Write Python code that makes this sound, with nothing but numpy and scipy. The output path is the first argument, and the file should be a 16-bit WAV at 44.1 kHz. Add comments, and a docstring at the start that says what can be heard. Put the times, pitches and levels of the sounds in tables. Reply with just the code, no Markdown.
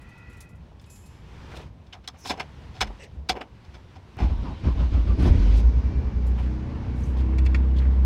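"""Starting a parked car

Inside the cabin, with a phone for a microphone near the gear lever: keys chink in the hands, a sleeve
rustles, the key is pushed into the lock and turned click by click. The starter heaves the engine over its
compressions, it fires, and the fast idle booms in the cabin while a dashboard knob is clicked.
Knocks and metal are noise bursts and decaying modes; rumble, cloth and gears are shaped noise; the idle
is a tone at the firing rate with overtones."""
import sys
import numpy as np
from scipy import signal
from scipy.fft import rfft, irfft, next_fast_len
from scipy.io import wavfile
from scipy.ndimage import uniform_filter1d, map_coordinates

SR = 44100
rng = np.random.default_rng(int(sys.argv[2]) if len(sys.argv) > 2 else 0)


def log_audio(samples):
    """Write samples as a 16-bit WAV file to the path given in sys.argv[1]."""
    # one column per channel
    frames = np.atleast_2d(samples).T
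    # limit to full scale, then quantise
    limited = np.clip(frames, -1, 1)
    pcm = np.round(limited * 32767).astype(np.int16)
    wavfile.write(sys.argv[1], SR, pcm)


N = 355005


def amp(db):
    """Linear gain of a level in dB."""
    return 10 ** (np.asarray(db) / 20)


def unit(x):
    """x scaled to an rms of 1."""
    return x / np.sqrt(np.mean(x ** 2) + 1e-20)


def seconds(length_s):
    """Sample times of a short sound (s)."""
    return np.arange(int(length_s * SR)) / SR


def progress(length_s):
    """Progress through a stroke, 0 to 1, one value per sample."""
    return np.arange(round(length_s * SR)) / (length_s * SR)


def curves(rows):
    """One value per sample for each column after the time; -120 outside the rows."""
    s, *cols = np.transpose(rows)
    return [np.interp(np.arange(N) / SR, s, c, left=-120, right=-120) for c in cols]


def wobble(rate):
    """A smooth random curve, rate knots a second."""
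    knots = rng.standard_normal(int(N * rate / SR) + 4)
    return map_coordinates(knots, [np.arange(N) * rate / SR])


def filtered(x, response):
    """x passed through a complex response of frequency."""
    m = next_fast_len(len(x) + 8192)
    return irfft(rfft(x, m) * response(np.fft.rfftfreq(m, 1 / SR)), m)[:len(x)]


def shape(points):
    """Gain interpolated between (Hz, dB) points on a log frequency axis."""
    f, db = np.transpose(points)
    return lambda hz: amp(np.interp(np.log(hz + 1), np.log(f + 1), db))


def modes(table):
    """Causal response of (Hz, width Hz, dB) resonances, summed with alternating sign."""
    def response(f):
        total = 0
        for k, (c, w, db) in enumerate(table):
            total = total + (-1) ** k * amp(db) * 1j * f * w / (c * c - f * f + 1j * f * w)
        return total
    return response


def rush(response, patchy_db):
    """Coloured noise of rms 1, its time-frequency patches randomly louder or softer."""
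    z = signal.stft(rng.standard_normal(N + 512), nperseg=512)[2]
    field = uniform_filter1d(rng.standard_normal(z.shape), size=6, axis=0)
    field = uniform_filter1d(field, size=8, axis=1)
    patchy = signal.istft(z * amp(patchy_db * unit(field)), nperseg=512)[1][:N]
    return unit(filtered(patchy, response))


def add(out, s, sound):
    """Mix a sound in at s seconds."""
    part = out[round(s * SR):][:len(sound)]
    part += sound[:len(part)]


# colour of the street rumble: pitch_hz, level_db (per Hz, relative)
STREET_COLOUR = [(12, -65), (20, -23.5), (36, -17), (59, 0.5), (129, -8), (166, -10), (306, -21.5),
                 (373, -23), (1080, -31.5), (1500, -54.5), (1950, -67.5), (3300, -120)]
RUMBLE_DB = -47
SHAKEN_S, SHAKEN_SPAN_S, SHAKEN_DB = 3.097, 0.61, 4  # the driver leans on the wheel: centre, spread, swell


def street_rumble():
    """Street noise through the body is low noise that drifts, swelling as the driver leans on the wheel."""
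    shaken_db = SHAKEN_DB * np.exp(-((np.arange(N) / SR - SHAKEN_S) / SHAKEN_SPAN_S) ** 2)
    return amp(RUMBLE_DB + shaken_db + 3.3 * wobble(4.094)) * rush(shape(STREET_COLOUR), patchy_db=1.4)


def microphone_hiss():
    """The microphone's own noise is a faint steady hiss."""
    return amp(-84) * rush(shape([(1500, -16.5), (3000, 1.0), (15500, -10.5)]), patchy_db=1.0)


# a faint hollow hiss, as of air in a short pipe: time_s, level_db (before the trim)
HOLLOW_LEVEL = [(0, -58), (.06, -57.5), (.25, -54.5), (.44, -56.5), (.48, -63.5), (.58, -64), (.64, -79)]
# its resonances, each passed twice: pitch_hz, width_hz, level_db (per pass)
PIPE_MODES = [(1386, 120, -10), (1956.5, 110, -8), (2524, 130, -9), (3044, 200, -21)]
HOLLOW_TRIM_DB = -2.5
SING_DB, SING_BLUR = -1, .06  # singing tones over the hiss; their phase walk per sample (rad)


def hollow_hiss():
    """Noise in pipe-like resonances, with blurred tones singing at the same pitches."""
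    waver = 1 + .01 * wobble(12)
    sing = np.zeros(N)
    for hz, _, db in PIPE_MODES:
        phase = np.cumsum(2 * np.pi * hz * waver / SR + SING_BLUR * rng.standard_normal(N))
        sing += amp(2 * db) * np.sin(phase)
    pipe = modes(PIPE_MODES)
    hollow = rush(lambda f: pipe(f) ** 2, patchy_db=0.0) + amp(SING_DB) * unit(sing)
    return amp(curves(HOLLOW_LEVEL)[0] + HOLLOW_TRIM_DB) * hollow


# thin tones that come and go over the idle: start_s, length_s, pitch_hz, level_db (peak)
THIN_TONES = [(5.703, 0.63, 2344, -61.5), (6.777, 0.316, 2240, -59)]


def thin_tones():
    """Faint tones swell and fade, their phase slightly unsteady."""
    out = np.zeros(N)
    for s, length, hz, db in THIN_TONES:
        u = progress(length)
        tone = np.sin(2 * np.pi * hz * length * u + 0.72 * wobble(40)[:len(u)])
        add(out, s, amp(db) * np.sin(np.pi * u) * tone)
    return out


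# level of the sleeve: time_s, level_db (before the floor)
SLEEVE_LEVEL = [(0, -57), (.3, -56), (.66, -64), (.84, -59.5), (1.04, -58.5), (1.24, -53), (1.6, -48),
                (1.73, -65.5), (2.05, -61), (2.25, -54), (2.88, -51), (3.1, -59.5), (3.4, -60),
                (3.67, -55.5), (4.2, -56)]
# colour of the cloth: pitch_hz, level_db (per Hz, relative)
CLOTH_COLOUR = [(240, 2), (400, -2), (673, -10), (914, -1.5), (1120, -6.5), (2840, -11), (6090, -21.5),
                (6580, -25.5), (15500, -45)]
RUSTLE_FLOOR_DB = -61.5  # cloth at rest


def sleeve():
    """The driver's sleeve rubs: broad noise whose level follows the movement."""
    rustle_db = np.maximum(curves(SLEEVE_LEVEL)[0], RUSTLE_FLOOR_DB)
    return amp(rustle_db + 1.1 * wobble(14)) * rush(shape(CLOTH_COLOUR), patchy_db=.8)


# short bands of grainy noise: rubs of key, hands and seat, and brief pings beside the clicks:
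# start_s, length_s, level_db, pitch_hz (band centre), width_hz (of each of two passes)
GRAINY_BANDS = [(1.494, 0.159, -47.5, 497, 804), (1.5, 0.059, -51, 1500, 2000),
                (1.543, 0.0557, -48.5, 2920, 2940), (1.599, 0.0306, -57, 2500, 2600),
                (1.925, 0.0181, -42.5, 2880, 500), (1.937, 0.063, -52.5, 785, 600),
                (2.074, 0.0307, -48, 1130, 400), (2.255, 0.065, -46.5, 5256, 250),
                (2.168, 0.179, -56.5, 5890, 1330), (2.169, 0.113, -65.5, 9500, 9000),
                (2.219, 0.12, -51.5, 5265, 200), (2.248, 0.086, -41.5, 3580, 4220),
                (2.989, 0.0975, -49.5, 482, 300), (2.99, 0.0856, -52, 1970, 495),
                (2.994, 0.0786, -53, 2705, 507), (3.028, 0.031, -54, 3800, 2500),
                (2.985, 0.101, -61.5, 5630, 1500), (2.995, 0.0724, -63.5, 7910, 1000),
                (5.189, 0.12, -59, 6900, 7950), (5.553, 0.0654, -54, 5120, 4950),
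                (6.353, 0.121, -56, 2370, 2830), (6.948, 0.219, -65, 6700, 5900),
                (7.165, 0.0699, -53, 2918, 2472), (7.029, 0.035, -58.5, 6160, 800),
                (7.763, 0.0462, -47, 3360, 1974), (7.795, 0.094, -48.5, 1650, 1200)]


def grainy_bands():
    """Rubs and brief pings: grainy noise in one resonance, swelling and fading over its length."""
    out = np.zeros(N)
    for s, length, db, hz, width_hz in GRAINY_BANDS:
        u = progress(length)
        grit = rng.standard_normal(len(u)) * amp(3.0 * wobble(136)[:len(u)])
        band = modes([(hz, width_hz, 0)])
        grain = unit(filtered(grit, lambda f: band(f) ** 2))
        add(out, s, amp(db) * np.sin(np.pi * u ** 0.803) ** 0.76 * grain)
    return out


# dull bumps of the seat and wheel: start_s, level_db (before the soft attack), pitch_hz
SOFT_BUMPS = [(2.142, -44.5, 165.8), (2.29, -29, 71.6), (2.31, -38, 188.3), (2.4, -36.5, 145),
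              (2.78, -26.5, 114.2), (2.81, -19.5, 58.9), (2.822, -29.5, 207.3), (2.868, -21, 46.3),
              (3.17, -19.5, 67.6), (3.297, -24.5, 62), (3.361, -41.5, 168), (3.82, -41.5, 94.4),
              (3.96, -30, 91.5)]
BUMP_T60_S = 0.2104


def bumps():
    """Soft pushes ring the lowest cabin resonances as decaying tones."""
    out, t = np.zeros(N), seconds(.5)
    for s, db, hz in SOFT_BUMPS:
        attack = 1 - np.exp(-t / 0.0194)
        add(out, s, amp(db - 60 * t / BUMP_T60_S) * attack * np.sin(2 * np.pi * hz * t))
    return out


# detents of the dashboard knob: time_s (burst starts 1 ms earlier), level_db (peak), tilt_db (per octave)
KNOB_CLICKS = [(7.333, -40.5, -13), (7.384, -31, 1.5), (7.395, -50, 6), (7.452, -40.5, 2.5),
               (7.462, -30.5, -1), (7.546, -22, -6), (7.559, -37.5, -2), (7.853, -50, -11)]
# resonances of the knob: pitch_hz, width_hz, level_db (relative)
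KNOB_MODES = [(1324.4, 160, -2), (1877, 120, 3), (2246, 140, 8.5), (2677, 140, 6), (3446, 83, -1),
              (4207, 140, 0.5), (4693, 150, -15), (5870, 360, -23), (8800, 5400, -46)]
DETENT_T60_S = 0.036
SNAP = 2.5  # height of the single-sample tick, added to the unit-strength rattle
CRACK_DB, CRACK_HZ = -8, 4750  # broad crack beside the knob's resonances


def knob():
    """Each detent is a short rattle through the knob's resonances, some brighter, some duller."""
    out, t = np.zeros(N), seconds(1 / 8)
    body, crack = modes(KNOB_MODES), modes([(CRACK_HZ, 4000, CRACK_DB)])
    for s, db, tilt_db in KNOB_CLICKS:
        rattle = (1 - np.exp(-t / 0.0033)) * amp(-60 * t / DETENT_T60_S) * rng.standard_normal(len(t))
        rattle = rattle + SNAP * (t == t[40])  # a single-sample tick sharpens the click

        def response(f):
            tilt = amp(tilt_db * np.log2((f + 500) / 2500))
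            return (body(f) + crack(f) / (1 + (f / 8000) ** 4)) * tilt

        click = filtered(rattle, response)
        add(out, s - .001, amp(db) * click / np.abs(click).max())
    return out


# small keys touch each other: start_s, level_db (relative), t60_s (of the ring),
# scratch_db (relative, before the ring's own trim)
KEY_TOUCHES = [(0.013, -59, .1, 5.5), (0.088, -57.5, .07, 0.5), (.176, -62, .08, 4.5),
               (0.295, -56.5, 0.24, 0), (0.327, -58, .08, 3.5), (.368, -52.5, 0.071, -1),
               (.404, -39, 0.085, -0.5), (0.489, -56.5, 0.11, 1.5), (.552, -66, .1, 4.5),
               (0.811, -68.5, .1, 14), (0.858, -57.5, 0.28, -2), (0.898, -45.5, 0.77, -2),
               (0.956, -56.5, 0.27, 10), (1.058, -51.5, 0.086, 3.5), (6.264, -50, 0.212, 2)]
# modes of the small keys: pitch_hz, level_db (mean, relative)
SMALL_KEY_MODES = [(6210, -11), (6950, -2.5), (7350, -2), (7800, -9), (9100, -11.5), (10700, -3.5),
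                   (11200, -6), (12600, -12.5)]
# modes of the largest key: pitch_hz, level_db (relative), t60_s
LARGE_KEY_MODES = [(2550, 0, 0.25), (5160, -11, 1.6)]
# the largest key is struck itself: start_s, level_db (relative), lift_db (of its lower mode)
LARGE_KEY_PINGS = [(.872, -66, 4), (.9, -64, 2), (1.035, -68, 9)]
LARGE_SHARE_DB = -15.5  # the largest key rings along with every touch, before the ring's trim


def large_key(s, low_db):
    """Decaying modes of the largest key, phased by the clock so strikes add in step."""
    t, ring = seconds(.5), 0
    for (hz, level, t60), lift in zip(LARGE_KEY_MODES, (low_db, 0)):
        ring = ring + amp(level + lift - 60 * t / t60) * np.sin(2 * np.pi * hz * (t + round(s * SR) / SR))
    return ring


def keys():
    """Each touch in the hands is a short scratch and rings the blades at new strengths, the tones blurred."""
    out, t = np.zeros(N), seconds(.5)
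    scratch = lambda f: (f / 3500) ** 2 / (1 + (f / 3500) ** 2) / (1 + (f / 11000) ** 4)
    attack = 1 - np.exp(-t / 0.0023)
    for s, db, t60, scratch_db in KEY_TOUCHES:
        ring = amp(LARGE_SHARE_DB) * large_key(s, 0)
        for hz, level in SMALL_KEY_MODES:
            drift = np.cumsum(rng.normal(0, .22, len(t)))  # phase walk (rad)
            ring = ring + amp(level + rng.normal(0, 3)) * np.sin(2 * np.pi * hz * t + drift)
        touch = amp(scratch_db - 60 * t / 0.108) * filtered(rng.standard_normal(len(t)), scratch)
        add(out, s, amp(db) * attack * (0.285 * ring * amp(-60 * t / t60) + touch))
    for s, db, low_db in LARGE_KEY_PINGS:
        flutter_db = 4.5 * wobble(30)[:len(t)]  # the ring's level flutters at random
        add(out, s, amp(db + flutter_db) * attack * large_key(s, low_db))
    return out


# clicks of lock and key on plastic: time_s (of the hardest contact), level_db (of the snap),
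# knock_db, body_db (both over the snap), t60_s, rise_s
LOCK_CLICKS = [(0.717, -78, 28, 2, 0.071, 0.002), (0.797, -51.5, -9.5, -8.5, 0.048, 0.00334),
               (.842, -50.5, -7.5, -10, 0.0454, 0.0037), (1.866, -58.5, -1.5, -5.5, 0.053, .002),
               (1.929, -44.5, 3, 3.5, 0.0903, 0.0022), (2.0438, -50, 6, 4, 0.0697, 0.00785),
               (2.0761, -29, -13.5, -9, 0.055, 0.0014), (2.143, -64, 18.5, 11.5, 0.165, 0.007),
               (2.254, -39.5, 10, 4, 0.131, 0.0105), (2.299, -22.5, 2.5, -10, 0.063, 0.012),
               (2.3069, -26, 8.5, 4.5, 0.0836, 0.00775), (2.376, -51.5, 13.5, 8, 0.173, 0.0073),
               (2.4, -30, 6, 6.5, 0.0698, 0.00546), (2.7545, -48.5, 4, 0, 0.29, 0.0237),
               (2.814, -9.5, -2.5, 1.5, 0.06125, 0.011), (2.873, -42.5, -13, 3, 0.039, 0.0047),
               (2.902, -67, 29.5, -4, 0.054, 0.0016), (3.295, -11.5, 1.5, -2, 0.0645, 0.00864),
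               (3.364, -49, 23, 13.5, 0.141, 0.0169), (3.4155, -35, 9.5, 9.5, 0.0545, 0.0097),
               (3.65, -49.5, 5.5, 1.5, 0.0495, 0.0066), (3.7506, -39, 9, 4.5, 0.0686, 0.0164),
               (3.958, -49.5, 11.5, 3, 0.082, 0.0089), (4.172, -67.5, 20.5, 18.5, 0.118, 0.008),
               (4.189, -48, 15, 9, 0.298, 0.0132), (6.3889, -46, 17, 14, 0.086, 0.0156),
               (6.46, -50, 10.5, 6, 0.086, 0.0077)]
# lock housing: pitch_hz, width_hz, level_db (relative)
LOCK_MODES = [(3327, 150, 5), (3550, 266, 4.5), (4340, 690, -0.5), (5284, 171, 4), (6100, 220, -4.5)]
# hollow steering column, each passed twice: pitch_hz, width_hz, level_db (per pass)
COLUMN_MODES = [(303, 293, -9.5), (566.6, 259, -9.5), (746, 111, -3.5), (1061, 162, -10)]
# dashboard panel: pitch_hz, width_hz, level_db (relative)
PANEL_MODES = [(1224, 311, -3), (1616, 340, -1), (2006, 160, 0), (2310, 294, -1), (2957, 280, -3)]
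# bright sizzle on top: pitch_hz, level_db (per Hz, relative)
SIZZLE_COLOUR = [(5000, -38.5), (6500, 13), (9000, 2.5), (15500, -36.5)]
# trim around the column: pitch_hz, level_db (per Hz, relative)
THUD_COLOUR = [(80, -32), (200, 0), (500, 0), (950, -2), (1300, -13.5), (3000, -53)]
SIZZLE_DB = -15  # relative to the snap
DULL_DB = 17.5  # knocks this far over their snap thud as much as they ring
TAIL_DB, TAIL_T60_S = -25, 0.356  # trim and panel mutter on after a knock


def clicks():
    """Each click is a rattling burst that snaps in the lock, knocks column and panel and sizzles on top."""
    t = seconds(.25)
    drive = np.zeros((5, N))
    snap, _, panel, _, thud = drive  # the other rows ring the column and sizzle
    for s, db, knock_db, body_db, t60, rise_s in LOCK_CLICKS:
        start_s = s - rise_s
        rise = 1 - np.exp(-(t / rise_s) ** 2)
        swell = rise * amp(db - 60 * t / t60)
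        # the hardest contact, a sharp tick
        add(snap, start_s, 0.42 * amp(db - 60 * np.abs(t - rise_s) / 0.0028))
        # power share of the knock that thuds without ringing the column
        dull = 1 / (1 + amp(DULL_DB - knock_db) ** 2)
        ringing, thudding = amp(knock_db) * np.sqrt(1 - dull), amp(knock_db) * np.sqrt(dull)
        for row, gain in zip(drive, (1, ringing, amp(body_db), amp(SIZZLE_DB), thudding)):
            add(row, start_s, gain * swell)
        for row, gain_db in ((thud, knock_db), (panel, body_db - 18.5)):
            add(row, start_s, rise * amp(db + gain_db + TAIL_DB - 60 * t / TAIL_T60_S))
    # loose parts chatter: several tiny contacts
    contacts = amp(3 * wobble(500)) * rng.standard_normal((5, N))
    column = modes(COLUMN_MODES)
    parts = (modes(LOCK_MODES), lambda f: column(f) ** 2, modes(PANEL_MODES),
             shape(SIZZLE_COLOUR), shape(THUD_COLOUR))
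    out = np.zeros(N)
    for row, noise, part in zip(drive, contacts, parts):
        out += filtered(row * noise, part) / np.std(filtered(noise, part))
    return out


# the pinion engages, then compression strokes under the starter: start_s, boom_db, boom_hz, length_s,
# gears_db, whine_db (before the tooth tone joins), tooth_hz, sag (0-1, its fall over the stroke)
COMPRESSIONS = [(4.214, -14, 61.37, 0.0833, -22, -44, 836.6, 0),
                (4.287, -19, 56.14, 0.086, -31, -50.5, 970, 0.08),
                (4.369, -21.5, 51, 0.0746, -40, -57.5, 943, 0.05),
                (4.423, -32, 51.7, 0.1407, -32, -45.5, 1074, 0.31),
                (4.64, -16, 59.8, 0.1132, -25.5, -47.5, 1073, 0.08),
                (4.764, -15, 58.67, 0.139, -28.5, -50.5, 1032, 0),
                (4.916, -13.5, 58.36, 0.137, -28, -53, 1138, 0.01),
                (5.061, -14, 59.85, 0.103, -32.5, -49.5, 1170, 0),
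                (5.196, -15, 63.9, 0.056, -22.5, -50, 1102, 0.03)]
# first firings jolt body and gears: start_s, boom_db, boom_hz, length_s, gears_db
FIRST_FIRINGS = [(5.234, -16, 105.7, 0.0443, -21.5), (5.25, -18, 171.4, .024, -31),
                 (5.263, -19.5, 97.4, 0.046, -16.5), (5.288, -7.5, 54.1, 0.044, -23.5),
                 (5.35, -16, 54.8, 0.053, -43)]
# the pinion teeth bite as each compression loads them: start_s, level_db (before the attack), t60_s
TOOTH_BITES = [(4.634, -41.5, 0.244), (4.788, -40, 0.337), (4.928, -40.5, .3), (5.07, -44, 0.37)]
# starter gears: pitch_hz, level_db (per Hz, relative)
GEAR_COLOUR = [(24, -53), (60, -10.5), (110, -11), (190, -16.5), (325, -21.5), (431, -34), (600, -34.5),
               (1070, -42.5), (1650, -48), (2890, -53.5), (5170, -59.5), (7000, -70), (9100, -104),
               (15400, -120)]
# rasp of the biting teeth: pitch_hz, level_db (per Hz, relative)
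RASP_COLOUR = [(200, -32), (450, 2), (1000, -4), (1400, -6), (1800, -13), (3300, -13), (6500, -29),
               (9000, -46)]
# motor brushes: pitch_hz, level_db (per Hz, relative)
BRUSH_COLOUR = [(710, -30), (1200, -21.5), (1520, 8.5), (1640, -8), (2280, 4.5), (3810, 0.5), (6240, -11),
                (15500, -39.5)]
HELD_S, FREE_S, LET_GO_S = 4.19, 5.2, 5.6  # key held, motor spins free, key let go
LOADED_DB, FREE_DB = -57.5, -49.5  # starter motor whirr
RUN_DOWN_T60_S = 0.6  # the freed motor coasts to rest
STRAIN_DB = -34.5  # brush noise relative to the gears
MESH_DB, WHINE_WIDTH_HZ = 2, 530  # tooth tone over the whine; width of the noisy whine around it
UPPER_HZ, UPPER_DB = 82.87, -8.5  # a second cabin resonance beats against the boom early in each stroke


def starter_boom():
    """Every compression or firing rocks the body, so the cabin booms in a low tone burst."""
    boom = np.zeros(N)
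    for s, boom_db, hz, length, *_ in COMPRESSIONS + FIRST_FIRINGS:
        u = progress(length)
        waver = 0.5 * np.sin(2 * np.pi * (1.42 * u + rng.random()))
        tone = np.sin(2 * np.pi * hz * length * u + waver)
        upper = np.sin(2 * np.pi * UPPER_HZ * length * u)
        add(boom, s, amp(boom_db) * np.sin(np.pi * u ** 0.933) ** 0.54 * tone)
        add(boom, s, amp(boom_db + UPPER_DB) * np.sin(np.pi * u ** .5) ** 2 * upper)
    return filtered(boom, lambda f: 1 / (1 + (f / 400) ** 4))  # the body rocks too slowly to click


def tooth_whine():
    """Meshing teeth whine as a wavering tone in a band of noise, sagging in pitch as the stroke goes on."""
    whine = np.zeros(N)
    for s, _, _, length, _, whine_db, mesh_hz, sag in COMPRESSIONS:
        u = progress(length)
        teeth = 2 * np.pi * mesh_hz * length * (u - sag * u ** 2 / 2)
        blur = filtered(rng.standard_normal(len(u)), lambda f: 1 / (1 + (2 * f / WHINE_WIDTH_HZ) ** 2))
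        tone = amp(MESH_DB) * np.sin(np.pi * u) * np.sin(teeth + 0.95 * wobble(67)[:len(u)])
        add(whine, s, amp(whine_db) * np.sin(np.pi * u ** 0.88) * (tone + unit(blur * np.cos(teeth))))
    return whine


def starter_gears():
    """Gears grind hardest before the middle of each stroke, teeth rasp as they bite and brushes whirr."""
    grind = np.zeros(N)
    for s, _, _, length, grind_db, *_ in COMPRESSIONS + FIRST_FIRINGS:
        u = progress(length)
        add(grind, s - .015, amp(grind_db) * np.sin(np.pi * u ** 0.762) ** 1.103)
    bite, after = np.zeros(N), seconds(.25)
    for s, db, t60 in TOOTH_BITES:
        add(bite, s, amp(db - 60 * after / t60) * (1 - np.exp(-after / .004)))
    t = np.arange(N) / SR
    spin = amp(np.where(t < FREE_S, LOADED_DB, FREE_DB)) * (t > HELD_S)
    # 8 dB down at once when the key is let go, then a slow decay
    spin *= np.where(t < LET_GO_S, 1, amp(-8 - 60 * (t - LET_GO_S) / RUN_DOWN_T60_S))
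    whirr = uniform_filter1d(spin, size=1300) + amp(STRAIN_DB) * grind
    gears = grind * rush(shape(GEAR_COLOUR), patchy_db=2)
    rasp = bite * rush(shape(RASP_COLOUR), patchy_db=1.5)
    return gears + rasp + whirr * rush(shape(BRUSH_COLOUR), patchy_db=2.5)


# engine noise through the firewall: time_s, roar_db, clatter_db (before its gate), hiss_db
FIREWALL_LEVELS = [(4.17, -36.5, -51.5, -75.5), (4.7, -38.5, -49, -70), (5.15, -27.5, -47.5, -65),
                   (5.3, -20, -40.5, -62.5), (5.42, -25.5, -41.5, -59), (5.59, -28.5, -43.5, -57.5),
                   (5.64, -29.5, -46, -62.5), (5.8, -30, -45.5, -63), (6.2, -32, -46.5, -67),
                   (6.65, -34.5, -45.5, -66.5), (7.3, -32.5, -45.5, -71.5), (8.05, -33, -45, -73.5)]
# colour of the roar: pitch_hz, level_db (per Hz, relative)
ROAR_COLOUR = [(12, -47), (20, -9.5), (43, -34.5), (70, 3.5), (120, -8), (172, -15), (236, -12),
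               (541, -28.5), (818, -46.5), (900, -43.5), (1170, -60), (1980, -120)]
# colour of the clatter: pitch_hz, level_db (per Hz, relative)
CLATTER_COLOUR = [(240, -5), (400, -10.5), (432, -10), (643, -10.5), (957, -8.5), (1250, -15), (2250, -19),
                  (4000, -30), (6300, -39), (6800, -42), (15500, -65.5)]
# colour of the treble hiss: pitch_hz, level_db (per Hz, relative)
HISS_COLOUR = [(2000, -31), (3500, -1), (5200, 0), (6400, -5), (7200, -17), (10000, -34.5)]


def engine_noise(turn):
    """Roar, clatter and treble hiss are drifting noise; the clatter pulses with the firing phase."""
    roar_db, clatter_db, hiss_db = curves(FIREWALL_LEVELS)
    hiss = amp(hiss_db + .7 * wobble(16)) * rush(shape(HISS_COLOUR), patchy_db=1.5)
    roar = amp(roar_db + .8 * wobble(12)) * rush(shape(ROAR_COLOUR), patchy_db=1.2)
    gate = 1 + 0.092 * np.sin(turn)  # valve and injector noise swells once a firing
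    clatter = amp(clatter_db + .7 * wobble(10)) * gate * rush(shape(CLATTER_COLOUR), patchy_db=1.1)
    return roar + clatter + hiss


# running engine: time_s, firing_hz, boom_db (rms before the lope), uneven (cylinders, 0-1),
# fifth_db (rms of the fifth multiple)
IDLE = [(5.36, 45.96, -26, 0.02, -61), (5.42, 46.65, -15, 0, -40.5), (5.64, 57.37, -15.5, 0.37, -51.5),
        (5.78, 59.33, -19.5, 0.51, -52.5), (5.92, 60.35, -27, 0.96, -63), (6.12, 60.93, -27.5, 1, -67),
        (6.28, 60.69, -20, 0, -69.5), (6.5, 61.71, -24.5, 0, -41), (6.7, 62.22, -39, 0.84, -45.5),
        (6.9, 62.57, -32, 0.02, -54.5), (7.15, 63.33, -23.5, 0.1, -51), (7.3, 64.17, -21.5, 0, -37.5),
        (7.44, 63.92, -17.5, 0.01, -40), (8.05, 64.45, -17.5, 0.08, -52)]
# overtones of the firing rate: multiple, level_db (relative)
FIRING_OVERTONES = [(.5, -26), (1.5, -22.5), (2, -20.5), (2.5, -29.5), (3, -23.5), (3.5, -23.5), (4, -26),
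                    (6, -37.5), (7, -37), (7.5, -38), (9, -40)]
CYLINDERS = 6
WEAK_S = 5.924  # a moment when the weakest cylinder fires
OVERTONES_DB, OVERTONES_GROW_DB_PER_S = -18.5, 1.3  # when the engine catches, and as it settles


def engine():
    """The firing rate booms, sagging once a cycle while one cylinder lags; overtones and noise ride on it."""
    hz, boom_db, uneven, fifth_db = curves(IDLE)
    since = np.arange(N) / SR - IDLE[0][0]
    turn = 2 * np.pi * np.cumsum(np.maximum(hz, 40) * (1 + 0.00212 * wobble(12))) / SR  # firing phase
    cycle = (turn - turn[round(WEAK_S * SR)]) / CYLINDERS
    lope = 1 - np.clip(uneven, 0, 1) * np.cos(cycle)
    boom_level = uniform_filter1d(amp(boom_db + 0.96 * wobble(25)), size=441)
    boom = np.sqrt(2) * lope * boom_level * np.sin(turn)
    orders = np.zeros(N)
    for k, db in FIRING_OVERTONES:
        phase = rng.uniform(0, 2 * np.pi) + .2 * wobble(15)
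        orders += amp(db + 1.8 * wobble(4)) * np.sin(k * turn + phase)
    over = np.clip(since / 0.082, 0, 1) * amp(OVERTONES_DB + OVERTONES_GROW_DB_PER_S * since)
    # the fifth multiple meets a panel resonance and comes and goes
    fifth = np.sqrt(2) * amp(fifth_db) * np.sin(5 * turn + .3 * wobble(15))
    return boom + fifth + over * orders + engine_noise(turn)


def scene():
    """The cabin from the street outside to the engine, as one channel."""
    background = street_rumble() + microphone_hiss() + hollow_hiss() + thin_tones()
    driver = sleeve() + grainy_bands() + bumps() + knob() + keys() + clicks()
    starter = starter_boom() + tooth_whine() + starter_gears()
    return (background + driver + starter + engine())[None]


TOP_HZ = 15800


def record(dry):
    """The phone's microphone keeps nothing above its band limit."""
    return filtered(dry[0], lambda hz: hz < TOP_HZ)[None]


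dry = scene()
out = record(dry)
log_audio(out)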